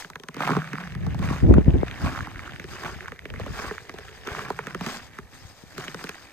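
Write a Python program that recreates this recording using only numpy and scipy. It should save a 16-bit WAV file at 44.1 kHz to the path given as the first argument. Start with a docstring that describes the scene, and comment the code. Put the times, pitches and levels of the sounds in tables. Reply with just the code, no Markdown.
"""Footsteps on dry, frozen snow: eight landings after the tail of a first; between them soles roll, scuff or brush.
Grain clicks in clumps make the crush and the loose powder; slip-driven resonances make squeaks and knocks.
Short gritty pulses pop; the crust snaps as dispersed pulses that chirp downward, and booms as band noise.
Wind on the hand-held microphone is shaped noise, with gusts early on; thumps are dispersed low pulses.
Table levels are relative: trims and port colour follow."""
import sys
import numpy as np
from scipy import signal
from scipy.fft import rfft, irfft
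from scipy.io import wavfile
from scipy.ndimage import uniform_filter1d

SR = 44100
rng = np.random.default_rng(int(sys.argv[2]) if len(sys.argv) > 2 else 0)


def pcm_store(signal):
    """Save signal as 16-bit PCM."""
    levels = np.round(np.clip(np.atleast_2d(signal), -1, 1) * 32767)
    wavfile.write(sys.argv[1], SR, levels.astype(np.int16).T)


N = 279108
TIME = np.arange(N) / SR
EARLY_S = 0.004  # room for grit and splinters ahead of a break
# knots per second of the squeak's drift and the boom's throb
UNEVEN_PER_S = 23


def amp(db):
    """Decibels to gain."""
    return 10 ** (np.asarray(db) / 20)


def unit(x):
    """Scales to an rms of 1."""
    return x / np.sqrt(np.mean(x ** 2) + 1e-20)


def steady(x):
    """Evens out slow chance swells of a noise, to a running rms of about 1."""
    return x / np.sqrt(abs(uniform_filter1d(x ** 2, size=2000)) + 1e-20)


def read(points, hz, axis=1):
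    """One column of a spectrum table, on a log-frequency axis."""
    points = np.array(points)
    return np.interp(np.log(hz + 1), np.log(points[:, 0] + 1), points[:, axis])


def curve(rows, axis=1):
    """One column of a time table, at every sample."""
    rows = np.array(rows)
    return np.interp(TIME, rows[:, 0], rows[:, axis])


def bins(x):
    """Bin frequencies of a sound's spectrum, Hz."""
    return np.fft.rfftfreq(x.shape[-1], 1 / SR)


def shaped(x, response):
    """Filters by a response given at each bin."""
    return irfft(rfft(x) * response, x.shape[-1])


def coloured(x, spectrum):
    """Filters by a spectrum table, then sets the rms to 1."""
    return unit(shaped(x, amp(read(spectrum, bins(x)))))


def hump(hz, centre_hz, octaves):
    """Bell-shaped band on a log-frequency axis."""
    return np.exp(-.5 * (np.log2((hz + 1) / centre_hz) / octaves) ** 2)


def wander(per_s):
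    """Random curve: per_s normal knots a second, joined by straight lines."""
    knots = rng.standard_normal(round(per_s * N / SR) + 2)
    return np.interp(TIME * per_s, np.arange(len(knots)), knots)


def swell(at_s, rise_s, hold_s, release_s, db):
    """Gain that climbs to db at at_s, holds, dies away; rise and release are per 20 dB."""
    away = np.maximum(at_s - TIME, 0) / rise_s + np.maximum(TIME - at_s - hold_s, 0) / release_s
    return amp(db - 20 * np.minimum(away, 10))


def together(gains):
    """Power sum of gains, in dB."""
    return 10 * np.log10(sum(gain ** 2 for gain in gains))


def add(mix, at_s, sound):
    """Places a stereo sound in the mix."""
    part = mix[:, max(round(at_s * SR), 0):][:, :sound.shape[1]]
    part += sound[:, :part.shape[1]]


def bending(hz, lag_s):
    """Bending-wave dispersion: treble first, bass later; lag_s is roughly the delay at 1 kHz."""
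    delay_s = lag_s * 1000 / (hz + 50)
    return np.exp(-2j * np.pi * np.cumsum(delay_s) * hz[1])


# boot landings: t/s of full weight, rise/s, hold/s, release/s, grain level/dB, powder level/dB
STEPS = [(-0.03, 0.077, 0.025, 0.082, -49, -38.5), (0.425, 0.079, 0.075, 0.29, -31.5, -45.5),
         (1.241, 0.082, 0.098, 0.22, -37, -46.5), (2.045, 0.15, 0.041, 0.4, -34.5, -45),
         (2.84, 0.15, 0.022, 0.22, -37.5, -46), (3.6, 0.2, 0.053, 0.28, -38.5, -44),
         (4.28, 0.078, 0.17, 0.22, -39, -47.5), (4.85, 0.077, 0.12, 0.12, -39.5, -40.5),
         (5.79, 0.12, 0.062, 0.19, -41.5, -44.5)]
# soles rolling, scuffing or brushing the powder between landings:
# t/s of the height, rise/s, release/s, grain level/dB, powder level/dB
BETWEEN = [(0.811, 0.27, 0.29, -41.5, -53), (1.119, 0.42, 0.39, -45.5, -59), (1.57, 0.16, 0.43, -44.5, -78),
           (1.881, 0.73, 0.48, -43, -57), (2.45, 0.27, 0.67, -43, -53.5), (2.73, 0.15, 0.23, -43.5, -48),
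           (3.038, 0.073, 0.24, -43, -56.5), (3.42, 0.31, 1, -44.5, -58), (3.981, 0.17, 1, -46.5, -54),
           (4.701, 0.42, 0.36, -42, -52.5), (5.135, 0.073, 0.26, -48.5, -57.5),
           (5.335, 0.038, 0.27, -49.5, -51.5), (5.48, 0.28, 1, -63, -53.5), (6.009, 0.12, 0.57, -42.5, -48)]


def tread():
    """Landings and the moves between them set the levels of crushed grains and sliding powder, dB."""
    moves = STEPS + [(at_s, rise_s, 0, *rest) for at_s, rise_s, *rest in BETWEEN]
    crush_db = together(swell(*shape, db) for *shape, db, _ in moves)
    powder_db = together(swell(*shape, db) for *shape, _, db in moves)
    return crush_db, powder_db


def load(crush_db):
    """Share of body weight on the snow, 0 to 1."""
    return np.clip((crush_db + 46) / 10, 0, 1)


def grains(per_s, spread_db, decay_s, tint, clump_db, count=20, size=1024):
    """Ice grains click at random in clumps; each of count families has its own pitch and dispersion."""
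    t, out = np.arange(size) / SR, np.zeros((2, N))
    hz = bins(t)
    for _ in range(count):
        clumps_db = np.minimum(clump_db * wander(40), clump_db)
        # where spread_db > 0, most grains are small and a few large
        sizes_db = spread_db * np.minimum(rng.exponential(1, N), 3.6)
        clicks = amp(sizes_db + clumps_db) * (rng.random(N) < per_s / count / SR)
        burst = rng.standard_normal((2, size)) * np.exp(-t / decay_s)
        pitch = 1 + tint * hump(hz, 1400 * 2 ** rng.normal(0, 0.591), 0.054)
        grain = unit(shaped(burst, pitch * bending(hz, rng.uniform(0.000473, 0.0014))))
        out += signal.oaconvolve(clicks[None], grain, axes=1)[:, :N]
    return out


# grain spectra under full weight, under light load, and of loose powder: f/Hz, level/dB
CRUSH = [(60, -28), (170, 13.5), (780, 7), (1300, 2.5), (2700, -1), (4000, -10), (14000, -21.5)]
CREAK = [(60, -49), (170, -7), (650, -0.5), (1400, -7.5), (2000, -1.5), (3000, -6), (14000, -35)]
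POWDER = [(800, 2), (2000, 3), (3200, -3), (7000, 2.5), (9500, -8.5), (13000, -10.5)]
# stick-slip of the sole: knots per second, depth
BURSTS_PER_S, BURST_DB = 170, 4.2


def boots(crush_db, powder_db):
    """Light load creaks in sparse grains; full weight crushes more of them, deeper; powder slides."""
    weight = load(crush_db)
    creak = grains(per_s=600, spread_db=3.4, decay_s=0.0005, tint=5.0, clump_db=3, count=10)
    crush = grains(per_s=1300, spread_db=3.1, decay_s=0.0008, tint=4.9, clump_db=2.5, count=14)
    powder = grains(per_s=5000, spread_db=0.0, decay_s=0.00096, tint=0.36, clump_db=8.5, count=8)
    light = np.sqrt(1 - weight) * amp(-4.0) * coloured(creak, CREAK)
    heavy = np.sqrt(weight) * amp(2.5) * coloured(crush, CRUSH)
    # stick-slip breaks the grains in rapid, uneven bursts
    bursts = unit(amp(BURST_DB * np.tanh(2 * wander(BURSTS_PER_S))))
    return amp(crush_db) * bursts * (light + heavy) + amp(powder_db + 3.5) * coloured(powder, POWDER)


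def slips(per_s, hz, width_hz):
    """Uneven stick-slip, paced around per_s, rings a resonance that follows the curve hz."""
    turns = np.floor(np.cumsum(per_s * 2 ** wander(per_s)) / SR)
    clicks = np.diff(turns, prepend=0) * np.clip(rng.standard_normal((2, N)), -2, 2)
    turn = np.exp(2j * np.pi * np.cumsum(hz) / SR)
    r = np.exp(-np.pi * width_hz / SR)
    # filtered in a frame that turns with the pitch
    ringing = signal.lfilter([1], [1, -2 * r, r * r], clicks / turn + 1e-18)
    return unit((turn * ringing).real)


# pitch around which the crust flexes, higher where stiffer: t/s, f/Hz
STIFFNESS = [(.45, 276), (1.0, 171), (2.3, 300), (3.3, 435), (4.6, 419), (4.78, 219), (6.0, 312)]
# squeak: pitch under a light sole, fall under full weight, drift scale
SQUEAK_HZ, SQUEAK_FALL_OCT, SQUEAK_DRIFT_OCT = 1773, 0.6, 0.18
# relative to the grain level
SQUEAK_DB, KNOCKS_DB = -6.5, -6


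def packing(crush_db):
    """Packing snow squeaks, lower as load grows, and knocks on the hollow crust below."""
    drift_oct = SQUEAK_DRIFT_OCT * wander(UNEVEN_PER_S)
    squeak_hz = SQUEAK_HZ * 2 ** (drift_oct - SQUEAK_FALL_OCT * load(crush_db))
    squeak = slips(per_s=200, hz=squeak_hz, width_hz=680)
    knocks = slips(per_s=110, hz=curve(STIFFNESS), width_hz=100)
    return amp(crush_db + SQUEAK_DB) * squeak + amp(crush_db + KNOCKS_DB) * knocks


# background spectrum: f/Hz, level/dB
STILL_AIR = [(30, -19), (500, -0.5), (3000, -20.5), (7000, -17), (14000, -22)]


def still_air():
    """Faint outdoor background: steady coloured noise."""
    return amp(-56.0) * coloured(rng.standard_normal((2, N)), STILL_AIR)


# wind rumble spectrum: f/Hz, level/dB
GUST = [(15, -37), (30, -25), (55, 5), (100, 1), (200, -7.5), (300, -15.5), (700, -27.5), (4000, -77)]
# breeze on the microphone: t/s, level/dB
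BREEZE = [(0, -64), (.76, -68), (0.98, -38.5), (1.4, -31), (1.9, -39), (2.35, -47), (3.2, -53), (3.45, -40),
          (3.8, -54), (5.3, -56), (6.33, -62)]
# gusts on top: t/s of full force, rise/s, hold/s, release/s, level/dB
GUSTS = [(1.434, 0.027, 0.089, 0.03, -20), (1.494, 0.025, 0.12, 0.029, -18.5),
         (1.666, 0.029, 0.027, 0.058, -21), (1.74, 0.0072, 0.033, 0.06, -21.5),
         (2.044, 0.044, 0.025, 0.073, -25.5)]


def wind():
    """Lumpy turbulence, independent noise per port; breeze rumbles, strong gusts also flutter higher up."""
    level_db = together([swell(*row) for row in GUSTS] + [amp(curve(BREEZE))])
    strength = np.clip((level_db + 28) / 14, 0, 1)
    lumps_db = (4 - 2 * strength) * np.minimum(wander(40), 1.6)
    noise = rng.standard_normal((2, N))
    rumble = steady(coloured(noise, GUST))
    flutter = steady(shaped(rng.standard_normal((2, N)), hump(bins(noise), 228, octaves=0.51)))
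    return amp(level_db + lumps_db) * (amp(4.5) * rumble + amp(1.0) * strength * flutter)


# single slips of packed snow: t/s, peak level/dB
POPS = [(0.023, -26), (0.134, -31), (0.435, -15.5), (0.483, -21), (0.534, -20), (0.551, -23), (0.619, -24),
        (0.644, -26), (0.675, -26.5), (0.755, -24), (0.7831, -19), (0.838, -25.5), (0.874, -27.5),
        (0.922, -32), (2.16, -24), (2.177, -21), (2.19, -17.5), (2.2067, -20.5), (2.3586, -27),
        (2.3932, -23), (2.477, -27.5), (2.4943, -29), (2.561, -27), (3.007, -25), (3.0583, -26),
        (3.192, -26.5), (3.3606, -26), (3.781, -23), (4.083, -30.5), (4.287, -22), (4.349, -22.5),
        (4.392, -21.5), (4.708, -26), (5.8396, -28), (5.915, -30), (5.9916, -28), (6.071, -29),
        (6.1445, -31.5)]
POP_HZ = 1645  # under a light sole


def pops(crush_db, size=1024):
    """Each slip of packed snow is a short gritty pulse, lower as load grows; no crust ring."""
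    out, slip = np.zeros((2, N)), signal.unit_impulse(size, round(EARLY_S * SR))
    t, hz, weight = np.arange(size) / SR - EARLY_S, bins(slip), load(crush_db)
    for at_s, peak_db in POPS:
        drift_oct = SQUEAK_DRIFT_OCT * rng.uniform(-0.62, 1)
        centre_hz = POP_HZ * 2 ** (drift_oct - SQUEAK_FALL_OCT * weight[round(at_s * SR)])
        grit = 0.15 * rng.standard_normal((2, size)) * np.exp(-abs(t) / 0.0011)
        band = hump(hz, centre_hz, octaves=0.38) + 0.11 * hump(hz, centre_hz, octaves=1.44)
        pop = shaped(slip + grit, band * bending(hz, 0.001627))
        add(out, at_s - EARLY_S, amp(peak_db) * pop / abs(pop).max())
    return out


# ring modes of the flexing crust: f/Hz, width/Hz, level/dB
FLEX = [(164.6, 42, 8.5), (257, 46, -4.5), (412, 75, 0)]


def snap(peak_db, centre_hz, flex_db, tick_db, flex_hz, size=4096):
    """One fracture amid splinters: icy tick, woody knock, then a low falling chirp and ring of the crust."""
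    t = np.arange(size) / SR - EARLY_S
    hz = bins(t)
    fracture = signal.unit_impulse(size, round(EARLY_S * SR))
    splinters = rng.standard_normal((2, size)) * np.exp(np.minimum(t / 0.0014, -t / 0.0049))
    splinters /= np.linalg.norm(splinters[0])
    settling = rng.standard_normal((2, size)) * np.exp(-abs(t) / 0.0051) * (t > 0)
    settling /= np.linalg.norm(settling[0])
    # clean break: one dull pulse; ragged break: bright splinters
    ragged = amp(0.61 * (tick_db - peak_db + 18.5))
    distance = rng.uniform(0.6, 1.15)  # scales the dispersion
    path = bending(hz, 0.001592 * distance)
    breaking = fracture + ragged * (1.8 * splinters + 0.3 * settling)
    knock = shaped(breaking, hump(hz, centre_hz, octaves=0.48) * path)
    patch = 2 ** (rng.uniform(-1.44, 1) / 10)  # mode pitch varies per patch of crust
    ring = sum(amp(db) / (1 + 2j * (hz - patch * mode_hz) / width_hz) for mode_hz, width_hz, db in FLEX)
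    flex_path = bending(hz, 0.002114 * distance)
    flex = shaped(fracture + 1.02 * settling, ring * hump(hz, flex_hz, octaves=0.7) * flex_path)
    chips = splinters * np.exp(-abs(t) / .0018)
    tick = shaped(0.28 * fracture + chips, hump(hz, 3200, octaves=1.3) * path)
    knock = amp(peak_db - 2.5) * knock / abs(knock).max()
    return knock + amp(flex_db - 13.0) * unit(flex) + amp(tick_db - 8.0) * unit(tick)


# loud crust snaps: t/s, knock level/dB, knock centre f/Hz, flex level/dB, tick level/dB
SNAPS = [(0.047, -26, 1440, -40, -51), (0.101, -27, 1110, -41.5, -47.5), (0.157, -22, 1310, -36.5, -47.5),
         (0.199, -43, 1960, -41, -52.5), (0.236, -31.5, 1180, -38.5, -48.5),
         (0.286, -28, 1160, -33.5, -41.5), (0.344, -28.5, 1580, -35, -46.5),
         (0.367, -21.5, 840, -27.5, -48.5), (0.406, -13.5, 1070, -28, -46), (0.476, -10.5, 900, -35, -43.5),
         (0.491, -10.5, 1000, -17, -48), (0.505, -10.5, 980, -19.5, -47), (0.519, -20, 1410, -18.5, -48),
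         (0.567, -13.5, 1010, -16.5, -45.5), (0.7322, -18, 1360, -22, -44.5),
         (0.951, -29, 1450, -20.5, -48.5), (1.066, -25, 870, -20.5, -49.5), (1.146, -24, 685, -26, -50.5),
         (1.192, -26.5, 776, -16, -48.5), (1.54, -15, 1270, -21, -45.5), (1.882, -22, 1960, -52, -52),
         (1.912, -23, 2220, -36, -52), (2.272, -23.5, 980, -37, -53.5), (2.598, -23.5, 1760, -33.5, -48),
         (2.642, -28, 1740, -32.5, -51), (2.836, -17, 1060, -32, -47), (3.082, -21.5, 1370, -60, -50),
         (3.12, -23, 1540, -37, -54), (3.255, -20, 1900, -34, -51.5), (3.302, -25.5, 2270, -36, -57),
         (3.339, -25.5, 1420, -36, -54), (3.398, -22.5, 700, -29.5, -47), (3.463, -25.5, 730, -29, -50),
         (3.711, -17.5, 1130, -25, -59), (3.895, -23, 1440, -35.5, -47.5), (3.941, -37, 736, -34, -53),
         (3.986, -30, 1740, -33.5, -45.5), (4.273, -22, 1410, -30.5, -41), (4.503, -15.5, 870, -23.5, -44),
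         (4.59, -12.5, 1230, -28, -45), (4.67, -22, 1300, -29.5, -42.5), (4.748, -18.5, 1360, -19.5, -42.5),
         (4.81, -21.5, 925, -24, -45), (4.864, -17.5, 1480, -23, -38.5), (5.187, -22.5, 1220, -34, -50.5),
         (5.781, -25.5, 1320, -26.5, -41), (5.881, -18, 2200, -31.5, -49),
         (5.9454, -24.5, 1260, -25.5, -43), (6.041, -25.5, 1130, -28, -41),
         (6.0925, -26, 1330, -33.5, -36.5)]


def crust():
    """Snaps of the frozen crust; splinters start just before each break."""
    out = np.zeros((2, N))
    for at_s, *row in SNAPS:
        flex_hz = np.interp(at_s, *np.transpose(STIFFNESS))
        add(out, at_s - EARLY_S, snap(*row, flex_hz))
    return out


# hollow booms where the crust gives: t/s of the height, rise/s, hold/s, release/s, level/dB
BOOMS = [(0.373, 0.014, 0.71, 0.09, -43), (0.552, 0.13, 0.053, 0.024, -30.5),
         (1.26, 0.086, 0.075, 0.083, -32), (4.345, 0.026, 0.46, 0.11, -51.5),
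         (5.804, 0.14, 0.23, 0.055, -54)]
THROB_DB = -0.5  # per unit of wander


def boom():
    """Hollow low band of noise that throbs slightly and unevenly."""
    level_db = together(swell(*row) for row in BOOMS)
    throb_db = THROB_DB * np.minimum(wander(UNEVEN_PER_S), 1)
    noise = rng.standard_normal((2, N))
    hollow = steady(shaped(noise, hump(bins(noise), 154.7, octaves=0.21)))
    return amp(level_db + throb_db + 5.0) * hollow


# single microphone thumps, from an eddy or a jolt of the hand: t/s, peak level/dB, centre f/Hz
THUMPS = [(0.579, -20.5, 141), (1.309, -14, 166), (1.427, -11.5, 103), (1.509, -2.5, 222), (1.581, -3, 238),
          (1.678, -3, 133), (1.754, -14.5, 183), (1.831, -9, 364), (2.05, -20, 81.6), (2.222, -26, 85),
          (2.352, -32, 60), (2.857, -30, 105), (2.958, -32.5, 86.6), (3.334, -34, 62), (3.413, -27.5, 75),
          (3.504, -26.5, 110), (3.668, -32, 65), (4.313, -28, 77), (5.447, -36.5, 73.5),
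          (5.635, -35.5, 166)]


def thumps(size=4096):
    """A push of air or a jolt reaches the left port, then the right: a soft thump, falling in pitch."""
    out, push = np.zeros((2, N)), signal.unit_impulse(size)
    hz = bins(push)
    for at_s, peak_db, centre_hz in THUMPS:
        thump = shaped(push, hump(hz, centre_hz, octaves=0.87) * bending(hz, 0.001157))
        right = amp(-7.5) * np.roll(thump, round(0.00054 * SR))
        add(out, at_s, amp(peak_db + 2.0) * np.array([thump, right]) / abs(thump).max())
    return out


# response of the two microphone ports: f/Hz, left level/dB, right level/dB
PORTS = [(457, -2.5, -2), (1290, -0.5, 2), (2480, -1.5, 1.5), (3260, 6, -4), (4460, 1.5, -9),
         (5314, 3.5, -20), (5910, -17, 4.5), (6050, 5.5, -2.5), (6880, -2, -8.5), (7540, -17.5, -7.5),
         (8040, 4.5, 2), (9430, -14.5, -9.5), (12030, 0, -1.5), (15300, -19, -17)]
# phase by which the left port leads: f/Hz, lead/rad
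LEAD = [(1600, 0.54), (2670, 1.15), (3100, 1.75), (4130, 6.84), (7060, 12.2), (7900, 10.04), (10700, 2.35),
        (12300, 6.6)]
# left-right likeness: f/Hz, likeness (0 to 1)
LIKENESS = [(100, 1), (1300, 0.91), (4000, 0.8), (10500, 0.5), (12500, 1)]


def ports(pair):
    """Sound from the feet reaches the ports with different colour and phase, partly scattered."""
    hz, (direct, scattered) = bins(pair), rfft(pair)
    same = np.clip(read(LIKENESS, hz), 0, 1)
    left = direct * amp(read(PORTS, hz))
    mixed = same * direct + np.sqrt(1 - same ** 2) * scattered
    right = mixed * amp(read(PORTS, hz, axis=2)) * np.exp(-1j * read(LEAD, hz))
    return irfft(np.array([left, right]), N)


def scene():
    """Snow underfoot and still air through the ports; wind and thumps straight on the microphone."""
    crush_db, powder_db = tread()
    underfoot = boots(crush_db, powder_db) + packing(crush_db) + pops(crush_db) + crust() + boom()
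    return ports(underfoot + still_air()) + wind() + thumps()


EDGE_HZ = 15800


def record(dry):
    """Clips at full scale, then band-limits at EDGE_HZ."""
    lowpass = signal.firwin(511, EDGE_HZ, window=("kaiser", 9), fs=SR)
    return signal.oaconvolve(np.clip(dry, -1, 1), lowpass[None], "same", axes=1)


dry = scene()
out = record(dry)
pcm_store(out)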